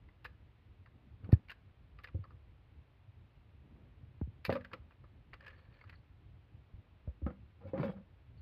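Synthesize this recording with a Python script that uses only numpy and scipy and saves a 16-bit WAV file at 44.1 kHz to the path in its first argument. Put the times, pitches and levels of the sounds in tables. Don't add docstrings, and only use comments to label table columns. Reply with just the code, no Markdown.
import sys
import numpy as np
from scipy import signal
from scipy.fft import rfft, irfft, next_fast_len
from scipy.io import wavfile
from scipy.ndimage import map_coordinates

SR = 44100
rng = np.random.default_rng(int(sys.argv[2]) if len(sys.argv) > 2 else 0)


def master(y):
    cut = np.clip(np.atleast_2d(y).T, -1, 1)
    pcm = np.round(cut * 32767)
    wavfile.write(sys.argv[1], SR, pcm.astype(np.int16))


N = 371189
HIT_TIME_S = np.arange(int(.4 * SR)) / SR
GRAZE_S = .007

# frequency in Hz, level in dB.
CRACK_SPECTRUM = [(150, -49.5), (380, -12.5), (520, -7.5), (750, -13), (1150, -2.5), (1750, -3),
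                  (2750, -3.5), (3300, -13.5), (5600, -34), (15000, -57)]
GLINT_SPECTRUM = [(4000, -45), (7000, -30), (9500, -16), (11000, -10), (13200, -2.5), (15500, -25.5)]
ROD_SPECTRUM = [(2500, -31), (3700, 0), (4500, 0.5), (5000, -2), (5700, -21.5), (9000, -28)]
WOOD_SPECTRUM = [(40, -26.5), (90, 0.5), (200, -2.5), (320, -1.5), (400, -9), (540, -1.5), (690, -11),
                 (1100, -10), (2400, -15), (3300, -21), (4700, -22.5), (5800, -34), (14000, -38.5)]
# frequency in Hz, level in dB, T60 in seconds.
RIFLE_MODES = [(157, -9.5, 0.21), (194.7, -3, 0.46), (244, -4.5, 0.31), (294.6, -2.5, 0.21),
               (491.3, 3.5, 0.2), (543.5, 8.5, 0.093), (796, -1.5, 0.12), (1020, -18.5, 0.24),
               (1213, -11, 0.24), (1380, -15.5, 0.15), (1763, -17, 0.18), (2180, -15, 0.05)]


def amp(db):
    return 10 ** (np.asarray(db) / 20)


def unit(x):
    return x / np.sqrt(np.mean(x ** 2) + 1e-20)


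def fade(t60_s):
    return np.exp(-np.log(1000) * HIT_TIME_S / max(t60_s, 1e-3))


def wobble(rate_hz):
    knots = rng.standard_normal(int(N * rate_hz / SR) + 4)
    return map_coordinates(knots, [np.arange(N) * rate_hz / SR])


def add(track, start_s, sound):
    part = track[round(start_s * SR):][:len(sound)]
    part += sound[:len(part)]


def through(force, response):
    return signal.fftconvolve(force, response)[:len(force)]


def strokes(rows, attack_s, release_s):
    start_s, length_s, *levels_db = np.transpose(rows)
    t = np.arange(N) / SR - start_s[:, None]
    shapes = np.clip(t / attack_s, 0, 1) * np.exp(-np.maximum(t - length_s[:, None], 0) / release_s)
    return [amp(db) @ shapes for db in levels_db]


def colour(spectrum, cutoff_hz=SR, spot_hz=SR, spot_db=0):
    size = 8192
    hz = np.fft.rfftfreq(size, 1 / SR) + 1
    knot_hz, knot_db = np.transpose(spectrum)
    base_db = np.interp(np.log(hz), np.log(knot_hz), knot_db)
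    resonance_db = spot_db / (1 + ((hz - spot_hz) / (40 + 0.049 * spot_hz)) ** 2)
    gain = amp(base_db + resonance_db) / np.hypot(1, (hz / cutoff_hz) ** 2)
    cepstrum = irfft(np.log(gain / gain.max() + 1e-6))
    cepstrum[1:size // 2] *= 2
    cepstrum[size // 2 + 1:] = 0
    response = irfft(np.exp(rfft(cepstrum)))
    return response / np.linalg.norm(response)


def ring(modes, scatter_db, cutoff_hz=SR):
    hz, db, t60_s = np.transpose(modes)
    gain = amp(db + scatter_db * rng.standard_normal(len(hz))) / np.hypot(1, (hz / cutoff_hz) ** 2)
    cycles = hz[:, None] * HIT_TIME_S + rng.random((len(hz), 1))
    waves = np.sin(2 * np.pi * cycles) * [fade(t) for t in t60_s]
    return gain @ waves / np.linalg.norm(gain) * np.sqrt(2) * (1 - fade(0.0059))


def contact(response, t60_s, snap, graze_db=-20, strike=0):
    blow = fade(t60_s) * (1 + snap * fade(0.0074))
    graze = amp(graze_db) * np.linspace(0, 1, round(GRAZE_S * SR))
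    force = rng.standard_normal(len(blow)) * np.concatenate([graze, blow])[:len(blow)]
    force[len(graze)] += strike * np.linalg.norm(force)
    return unit(through(force, response)) * np.sqrt(np.mean(fade(t60_s) ** 2))


def friction(response, slip_hz, rough_db):
    grip = amp(rough_db * np.tanh(2 * wobble(slip_hz)))
    return unit(through(rng.standard_normal(N) * grip, response))


def outdoors(rumble_db=-59.5, air_db=-75):
    # frequency in Hz, level in dB.
    rumble_spectrum = [(20, -29.5), (34, -10.5), (53, 2), (75, 2.5), (115, 1.5), (165, -11.5), (300, -18.5),
                       (600, -34.5), (1200, -79.5)]
    air_spectrum = [(180, -26), (300, -8), (550, -10), (900, -12), (1500, -15.5), (2600, -16.5),
                    (3900, -24), (6400, -43), (10000, -45.5), (13300, -42), (15500, -49.5)]
    rumble = unit(through(rng.standard_normal(N), colour(rumble_spectrum)))
    air = unit(through(rng.standard_normal(N), colour(air_spectrum)))
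    lumps = unit(amp(4.4 * np.tanh(wobble(16))))
    return amp(rumble_db) * lumps * rumble + amp(air_db) * air


def sleeves():
    # start in seconds, length in seconds, level in dB.
    rustles = [(0.85, 0.27, -71.5), (1.2, .12, -55.5), (3.58, 0.29, -66), (5.03, 0.54, -77),
               (6.7, 0.14, -69.5)]
    # frequency in Hz, level in dB.
    cloth_spectrum = [(70, -12.5), (130, -1.5), (230, 2), (450, -14), (900, -21.5), (2000, -33.5),
                      (5000, -60)]
    effort, = strokes(rustles, attack_s=.08, release_s=0.059)
    return effort * friction(colour(cloth_spectrum), slip_hz=55, rough_db=3.0)


def low_thuds(glide_hz=330, firm_rise_s=0.004, tap_rise_s=0.00043, noise_db=-27, tap_db=-13):
    # start in seconds, level in dB, settled pitch in Hz, decay in seconds, rise in seconds.
    thuds = [(1.235, -28, 94, 0.023, 0.021), (1.2913, -30.5, 120, 0.005, 0.00041),
             (1.3283, -9.5, 94.5, 0.017, 0.0017), (1.349, -28.5, 84, 0.022, 0.0072),
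             (2.145, -27, 86.6, 0.025, 0.0046), (2.189, -36, 92.3, 0.037, 0.0051),
             (3.075, -45.5, 100, 0.031, 0.01), (3.547, -44, 86, 0.013, 0.0061),
             (4.03, -42.5, 104, 0.017, 0.0053), (4.214, -31, 69, 0.041, 0.00026),
             (4.273, -41.5, 98.5, 0.035, 0.0026), (4.4944, -22, 423, 0.003, 0.00098),
             (6.737, -42, 70, 0.014, 0.0039), (7.075, -31.5, 66.3, 0.028, 0.0029),
             (7.224, -29.5, 70, 0.054, 0.0097), (7.643, -43, 92.4, 0.064, 0.012),
             (7.7955, -30, 133, 0.024, 0.0017)]
    dull = colour(WOOD_SPECTRUM, cutoff_hz=190)
    hollow = colour(WOOD_SPECTRUM, cutoff_hz=720, spot_hz=775, spot_db=13.5)
    out = np.zeros(N)
    for start_s, db, hz, decay_s, rise_s in thuds:
        firm = 1 / (1 + (rise_s / firm_rise_s) ** 2)
        sudden = 1 / (1 + (rise_s / tap_rise_s) ** 2)
        glide_s = 0.11 * decay_s
        cycles = hz * HIT_TIME_S + firm * glide_hz * glide_s * (1 - np.exp(-HIT_TIME_S / glide_s))
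        swell = (1 - np.exp(-HIT_TIME_S / rise_s)) * np.exp(-(HIT_TIME_S / decay_s) ** 2)
        add(out, start_s, amp(db) * swell * np.sin(2 * np.pi * cycles))
        low_noise = amp(noise_db) * contact(dull, t60_s=0.089, snap=0.91)
        tap = amp(tap_db) * sudden * contact(hollow, t60_s=0.04, snap=0.66)
        add(out, start_s - GRAZE_S, amp(db) * (low_noise + tap))
    return out


def edge_scrape(sheet_t60_s=.075, rod_db=-13, glint_db=-27, squeal_hz=3290, squeal_db=-72):
    # start in seconds, length in seconds, level in dB.
    bites = [(7.665, .015, -68.5), (7.778, .012, -65), (7.803, 0.02, -63.5), (7.835, 0.016, -59),
             (7.865, 0.059, -73)]
    # frequency in Hz, level in dB.
    overtones = [(2240, 2.5), (2630, -5.5), (3005, -5), (3275, -12), (3490, -12), (3865, -11), (4570, -15),
                 (5370, -25), (6080, -28), (7000, -31), (7720, -34), (8560, -27.5), (11590, -30),
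                 (13100, -30), (13650, -29)]
    rasp = amp(rod_db) * colour(ROD_SPECTRUM) + amp(glint_db) * colour(GLINT_SPECTRUM)
    out = np.zeros(N)
    for row in bites:
        bite, = strokes([row], attack_s=0.0043, release_s=.018)
        steel = ring([(hz, db, sheet_t60_s) for hz, db in overtones], scatter_db=2.5)
        steel /= np.linalg.norm(steel)
        add(steel, 0, rasp)
        out += bite * friction(steel, slip_hz=250, rough_db=8.0)
    squeal, = strokes([(7.858, 0.048, squeal_db)], attack_s=.015, release_s=.01)
    cycles = np.cumsum(squeal_hz * (1 + 0.0046 * wobble(150))) / SR
    return out + squeal * unit(np.sin(2 * np.pi * cycles))


def rifle_drag(ring_db=-1, grit_db=-5, groan_hz=194, waver=0.089):
    # start in seconds, length in seconds, rubbing level in dB, groan level in dB.
    pushes = [(7.605, 0.087, -58, -67), (7.735, .16, -47.5, -44), (7.835, 0.05, -54.5, -54),
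              (7.955, 0.033, -63, -50.5)]
    rub, groan = strokes(pushes, attack_s=0.013, release_s=0.025)
    singing = amp(ring_db) * friction(ring(RIFLE_MODES[4:], scatter_db=3.5), slip_hz=120, rough_db=5.0)
    grit = amp(grit_db) * friction(colour(WOOD_SPECTRUM, cutoff_hz=1480), slip_hz=300, rough_db=6.0)
    slips = np.cumsum(groan_hz * (1 + waver * wobble(70))) / SR
    board = unit(np.sin(2 * np.pi * slips) * amp(2.9 * wobble(80)))
    return rub * (singing + grit) + groan * board


def rifle_knocks(rattle_db=-6.0, ring_db=-15, firm_hz=990):
    # start in seconds, level in dB, contact cutoff in Hz, resonance in Hz.
    knocks = [(2.147, -39, 480, 310), (4.484, -26.5, 200, 90), (4.494, -22.5, 945, 648),
              (4.5243, -27.5, 1400, 500), (4.5537, -28, 1710, 560), (4.7333, -39.5, 2020, 494),
              (7.0745, -45.5, 610, 603), (7.217, -40.5, 550, 300), (7.2635, -25, 400, 200),
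              (7.2647, -34, 1410, 1300), (7.304, -38, 1320, 220), (7.654, -39.5, 550, 536),
              (7.734, -25.5, 483, 553), (7.777, -31, 1720, 266), (7.796, -29, 1490, 368),
              (7.831, -27.5, 1750, 540)]
    out = np.zeros(N)
    for start_s, db, cutoff_hz, spot_hz in knocks:
        t60_s = 0.084 * (cutoff_hz / firm_hz) ** 0.45
        wood = colour(WOOD_SPECTRUM, cutoff_hz, spot_hz, spot_db=12.5)
        rattle = contact(wood, t60_s, snap=1.0, graze_db=-17.5)
        add(out, start_s - GRAZE_S, amp(db + rattle_db) * rattle)
        add(out, start_s, amp(db + ring_db) * ring(RIFLE_MODES, scatter_db=3.5, cutoff_hz=cutoff_hz))
    return out


def carrier_slide(bind_s=5.465, bind_width_s=0.087, bind_db=10.5, burrs_per_s=70):
    # frequency in Hz, level in dB.
    rail_spectrum = [(300, -17.5), (540, 6.5), (750, -15), (1200, 1.5), (1450, -9), (1720, 8.5),
                     (2000, -10), (2600, -12), (3400, -17), (6000, -47)]
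    squeak_spectrum = [(3000, -40), (4150, 5), (4480, 11), (4950, -19), (5500, -47)]
    # start in seconds, length in seconds, level in dB.
    squeaks = [(5.4, 0.52, -86), (5.73, 0.21, -81), (5.92, 0.032, -71.5), (8.365, 0.022, -80)]
    pull, = strokes([(5.39, 0.56, -74.5)], attack_s=0.026, release_s=0.018)
    rub = pull * amp(bind_db * np.exp(-((np.arange(N) / SR - bind_s) / bind_width_s) ** 2))
    squeak, = strokes(squeaks, attack_s=0.012, release_s=0.018)
    burrs = (rng.random(N) < burrs_per_s / SR) * amp(1.6 * rng.standard_normal(N))
    grip = through(burrs, fade(0.034))
    ticks = unit(through(grip * rng.standard_normal(N), colour(CRACK_SPECTRUM)))
    rails = friction(colour(rail_spectrum), slip_hz=200, rough_db=2.5)
    rod = friction(colour(squeak_spectrum), slip_hz=90, rough_db=8)
    return rub * (rails + amp(-3) * ticks) + amp(-4) * squeak * rod


def carrier_jerks(t60_s=0.021, rod_db=-17):
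    # start in seconds, level in dB.
    jerks = [(5.408, -50.5), (5.427, -59), (5.448, -55.5), (5.4652, -46.5), (5.506, -58), (5.531, -63),
             (5.791, -61)]
    steel = colour(CRACK_SPECTRUM, cutoff_hz=2700, spot_hz=1740, spot_db=15.5)
    out = np.zeros(N)
    for start_s, db in jerks:
        rail = contact(steel, t60_s, snap=.3, graze_db=-11)
        rod = contact(colour(ROD_SPECTRUM), t60_s, snap=.3)
        add(out, start_s - GRAZE_S, amp(db) * (rail + amp(rod_db) * rod))
    return out


def click(db, bright_db, spot_hz, crack_db=-6.0, rod_db=-27.0, glint_db=-46.5):
    t60_s = 0.044 * np.exp(0.0137 * (db + 43))
    cutoff_hz = 3300 * np.exp(0.3 * bright_db)
    steel = colour(CRACK_SPECTRUM, cutoff_hz, spot_hz, spot_db=12.5)
    crack = amp(crack_db) * contact(steel, t60_s, snap=0.22, graze_db=-11, strike=.3)
    rod = amp(rod_db + bright_db) * contact(colour(ROD_SPECTRUM), t60_s, snap=0.61, strike=0.25)
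    glint = amp(glint_db + 1.6 * bright_db) * contact(colour(GLINT_SPECTRUM), t60_s, snap=0.66)
    return amp(db) * (crack + rod + glint)


def carrier_clicks(rebound_s=.012, ring_db=-17.5):
    # start in seconds, level in dB, brightness in dB, resonance in Hz, rebound gain in dB.
    clicks = [(0.0877, -54.5, -3, 2120, -24), (0.2453, -46.5, 12, 2680, 1), (0.2509, -35.5, 0.5, 1690, -25),
              (0.8608, -52, -2.5, 1860, -5.5), (1.2446, -52.5, 0.5, 1260, -9),
              (1.3221, -43, 11.5, 1860, 0.5), (1.4857, -49.5, 5, 2370, -4), (1.4967, -39, 1, 2830, -9),
              (1.5038, -41, 9.5, 1720, 0), (1.988, -46.5, -0.5, 1220, -5.5),
              (2.0364, -49, 11.5, 1730, -14.5), (2.0434, -37, 3.5, 1790, -17),
              (2.0732, -47.5, 1.5, 1250, -1), (2.2402, -46, -4, 1240, -5.5),
              (2.3072, -51.5, -3.5, 1250, -9), (4.4506, -30, 13.5, 2500, -7), (4.5016, -35, 5, 1024, -7),
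              (4.526, -33, 8, 1690, -8), (4.5536, -34.5, -0.5, 1170, -3), (4.609, -48, 2, 1740, -10),
              (4.6474, -40.5, 3, 1590, -22), (4.7156, -48, -6.5, 1640, -1.5),
              (4.7335, -33.5, 2.5, 1280, -26), (4.909, -54, -3.5, 2680, -3.5), (5.04, -51, -9.5, 1210, -12),
              (5.333, -41.5, -3, 1910, -22), (5.338, -42, 3, 1230, -22), (5.4803, -42, 3.5, 1730, -12),
              (5.8121, -48, -2.5, 2210, -14), (5.8394, -50, -3, 1250, -20), (5.896, -45.5, 5.5, 1990, -25),
              (5.9275, -50, 0, 2020, -3)]
    # frequency in Hz, level in dB, T60 in seconds.
    steel_modes = [(500, -11, 0.18), (1003, -5, 0.065), (1230, -7.5, 0.053), (1570, -2, .04),
                   (1720, -1.5, 0.095), (1975, 3.5, 0.052), (2820, -19, 0.035), (4520, -5.5, 0.03),
                   (4780, -11, 0.017)]
    out = np.zeros(N)
    for start_s, db, bright_db, spot_hz, rebound_db in clicks:
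        add(out, start_s - GRAZE_S, click(db, bright_db, spot_hz))
        rebound = click(db + rebound_db, bright_db - 2, spot_hz * 0.936)
        add(out, start_s - GRAZE_S + rebound_s, rebound)
        add(out, start_s, amp(db + ring_db) * ring(steel_modes, scatter_db=7.5))
    return out


def scene(scatter_db=-18):
    handling = carrier_clicks() + rifle_knocks() + carrier_slide() + carrier_jerks()
    handling += rifle_drag() + edge_scrape()
    tail = rng.standard_normal(len(HIT_TIME_S)) * fade(0.25) * (1 - fade(0.029))
    scatter = amp(scatter_db) * through(handling, tail / np.linalg.norm(tail))
    return (handling + scatter + low_thuds() + sleeves() + outdoors())[None]


def record(dry, top_hz=15500):
    size = next_fast_len(N + SR // 2)
    passband = np.fft.rfftfreq(size, 1 / SR) < top_hz
    return irfft(rfft(dry, size) * passband, size)[:, :N]


dry = scene()
out = record(dry)
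master(out)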